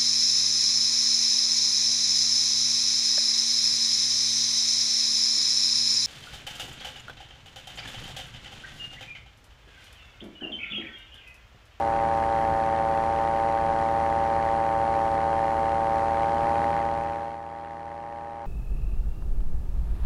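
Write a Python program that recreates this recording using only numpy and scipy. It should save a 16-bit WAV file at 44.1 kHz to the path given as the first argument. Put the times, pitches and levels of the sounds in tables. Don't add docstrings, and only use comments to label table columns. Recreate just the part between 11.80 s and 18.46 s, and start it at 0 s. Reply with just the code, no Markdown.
import sys
import numpy as np
from scipy import signal
from scipy.fft import rfft, irfft, next_fast_len
from scipy.io import wavfile

SR = 44100
rng = np.random.default_rng(int(sys.argv[2]) if len(sys.argv) > 2 else 0)


def pcm_store(signal):
    levels = np.round(np.clip(np.atleast_2d(signal), -1, 1) * 32767)
    wavfile.write(sys.argv[1], SR, levels.astype(np.int16).T)


N = 293706


def undb(db):
    return 10 ** (np.asarray(db) / 20)


def level(x, db):
    return x * undb(db) / np.sqrt(np.mean(x ** 2))


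def colour(x, points):
    hz, db = np.transpose(points)
    size = next_fast_len(N)
    bin_hz = np.maximum(np.arange(size // 2 + 1) * SR / size, 1)
    gain = undb(np.interp(np.log(bin_hz), np.log(hz), db))
    return irfft(rfft(x, size) * gain, size)[:N]


def wobble(cycles):
    count = int(cycles[-1]) + 2
    return np.interp(cycles, np.arange(count), rng.standard_normal(count))


def tone(cycles, db):
    return np.sqrt(2) * undb(db) * np.cos(2 * np.pi * cycles)


def bump(t, at_s, length_s):
    return np.exp(-((t - at_s) / length_s) ** 2)


def air_rush(t):
    # f/Hz, level/dB
    spectrum = [(30, -2.5), (130, -4), (350, -10), (600, -4.5), (850, 2), (1050, -6), (1300, -8),
                (2000, -16), (3300, -30), (6000, -34), (8000, -38), (9600, -33), (12500, -55),
                (14300, -64.5)]
    return level(colour(rng.standard_normal(N), spectrum), -13) * undb(0.58 * wobble(9 * t))


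def air_swell(t, hz=178, width_hz=260):
    band = signal.iirpeak(hz, hz / width_hz, SR)
    rumble = signal.lfilter(*band, signal.lfilter(*band, rng.standard_normal(N)))
    return level(rumble, -19.5) * bump(t, at_s=4.83, length_s=0.24)


def buffeting(t, start_db=7, calming_s=2):
    # f/Hz, level/dB
    spectrum = [(15, -2), (30, 4), (60, 4.5), (150, 1.5), (300, -19), (600, -42), (2000, -100)]
    # t/s, boost/dB, length/s
    gusts = [(0.042, 5, 0.14), (.45, 2.5, .1), (.7, 8, 0.054), (1.323, 2, .04), (1.41, 5, .04),
             (1.56, 5, .04), (1.74, 3, .04), (1.87, 11, 0.079), (2.4, 6.5, .08), (3.0, 5, .07),
             (4.647, 11, .05), (5.19, 10, .05)]
    gusts_db = sum(db * bump(t, at_s, length_s) for at_s, db, length_s in gusts)
    calming_db = start_db * np.exp(-t / calming_s)
    churn_db = 1.5 * wobble(15 * t)
    return level(colour(rng.standard_normal(N), spectrum), -27.5 + calming_db + churn_db + gusts_db)


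def cylinder_ring(firings, uneven_db=0.5, rattle_db=-26):
    # f/Hz, width/Hz, level/dB
    notes = [(3200, 200, 4), (4180, 260, 1), (4640, 70, 0), (5080, 70, -3), (5760, 70, 2), (6420, 70, -5),
             (6890, 80, -1), (7240, 70, -5), (7910, 220, -8), (9290, 110, -2), (9610, 80, -2),
             (10600, 120, -13)]
    knocks = np.diff(np.floor(firings), prepend=0) * undb(-uneven_db * wobble(firings))
    hits = knocks + undb(rattle_db) * rng.standard_normal(N)
    ring = sum(undb(db) * signal.lfilter(*signal.iirpeak(hz, hz / width_hz, SR), hits)
               for hz, width_hz, db in notes)
    return level(colour(ring, [(1500, -48), (3000, 3.5), (10600, 2.0), (13000, -24.5)]), 0)


def blade_slap(firings, passes, snap_db=23, wander_cycles=0.005):
    # f/Hz, level/dB
    spectrum = [(900, -8.5), (1400, -2.5), (1850, 4), (2400, -6.5), (3200, -12), (3550, -17), (4300, -16),
                (4900, -22.5), (6000, -25), (8500, -35.5), (12000, -55.5), (15000, -83)]
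    in_wake = np.exp(0.9 * np.cos(2 * np.pi * (passes + 0.04)))
    puff = np.exp(0.3 * np.cos(2 * np.pi * (firings + 0.24)))
    uneven = undb(wobble(passes))
    snaps = np.diff(np.floor(passes + wander_cycles * wobble(passes)), prepend=0)
    swish = rng.standard_normal(N) * in_wake
    slaps = (swish + undb(snap_db) * snaps) * puff * uneven
    return level(colour(slaps, spectrum), 0)


def propeller(firings, passes):
    # multiple of the blade rate, level/dB
    thump_tones = [(1, -17.5), (2, -20), (3, -23.5), (4, -41), (5, -39.5), (6, -38.5), (7, -28), (8, -43)]
    # firing multiple, level/dB, strongest blade multiple, loss per step away/dB
    chop_tones = [(2, -20, 1.0, 3), (3, -34, 3.5, 5.5), (5, -27.5, 4.0, 10), (7, -40, 1.3, 2.5)]
    thump = sum(tone(m * passes, db) for m, db in thump_tones)
    chop = sum(tone(k * firings + m * passes, db - loss_db * abs(m - strongest))
               for k, db, strongest, loss_db in chop_tones for m in range(1, 7))
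    return thump - chop


def exhaust(firings, uneven_db=0.5, jitter_cycles=0.00096):
    # multiple of the firing rate, relative level/dB
    harmonics = [(1, -29), (2, -26), (3, -22.5), (4, -18.5), (5, -6.5), (6, -12.5), (7, -1), (8, -7.5),
                 (9, -16.5), (10, -18), (11, -22), (12, -44), (13, -25.5), (14, -30.5), (15, -31.5),
                 (16, -33)]
    cycles = firings + jitter_cycles * wobble(firings)
    bursts = np.zeros(N)
    for k, db in harmonics:
        lead_cycles = 0.44 if k < 5 else 0.034 if k > 10 else 0
        bursts += tone(k * (cycles + lead_cycles), db)
    return level(bursts, 0) * undb(uneven_db * wobble(firings))


def scene(waver_hz=0.117, cruise_blade_hz=80, fade_s=(4.86, 5.583), faded_db=-13):
    # t/s, firing rate/Hz
    engine_speed = [(0.0, 113.55), (0.56, 113.03), (0.67, 112.18), (1.15, 112.42), (1.31, 113.4),
                    (1.43, 113.29), (1.83, 113.16), (1.99, 112.44), (2.15, 113.25), (3.71, 112.69),
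                    (4.25, 112.96), (4.61, 114.34), (4.93, 114.81), (5.05, 114.01), (5.13, 114.03),
                    (5.57, 114.61), (5.89, 114.81), (6.45, 115.84), (6.66, 115.01)]
    # t/s, blade rate/Hz
    propeller_speed = [(0.0, 79.9), (0.92, 80.08), (3.28, 79.73), (4.0, 79.45), (5.19, 81.52),
                       (5.71, 81.85), (5.83, 81.99), (6.66, 81.47)]
    t = np.arange(N) / SR
    firing_hz = np.interp(t, *np.transpose(engine_speed)) + waver_hz * wobble(9 * t)
    blade_hz = np.interp(t, *np.transpose(propeller_speed))
    firings = 0.162 + np.cumsum(firing_hz) / SR
    passes = 0.915 + np.cumsum(blade_hz) / SR
    engine = exhaust(firings) * undb(0.23 * wobble(20 * t))
    engine += undb(-37.5) * cylinder_ring(firings)
    above_cruise_hz = blade_hz - cruise_blade_hz
    blades = undb(-0.23 + above_cruise_hz) * propeller(firings, passes)
    blades += undb(-19.5 + 1.3 * above_cruise_hz) * blade_slap(firings, passes)
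    air = air_rush(t) + air_swell(t) + buffeting(t)
    gain = undb(-24) * np.interp(t, fade_s, [1, undb(faded_db)])
    return (gain * (engine + blades + air))[None]


def record(dry, bottom_hz=18, top_hz=14300):
    out = signal.sosfilt(signal.butter(2, bottom_hz, "high", fs=SR, output="sos"), dry)
    return signal.sosfilt(signal.ellip(8, 0.2, 70, top_hz, fs=SR, output="sos"), out)


dry = scene()
out = record(dry)
pcm_store(out)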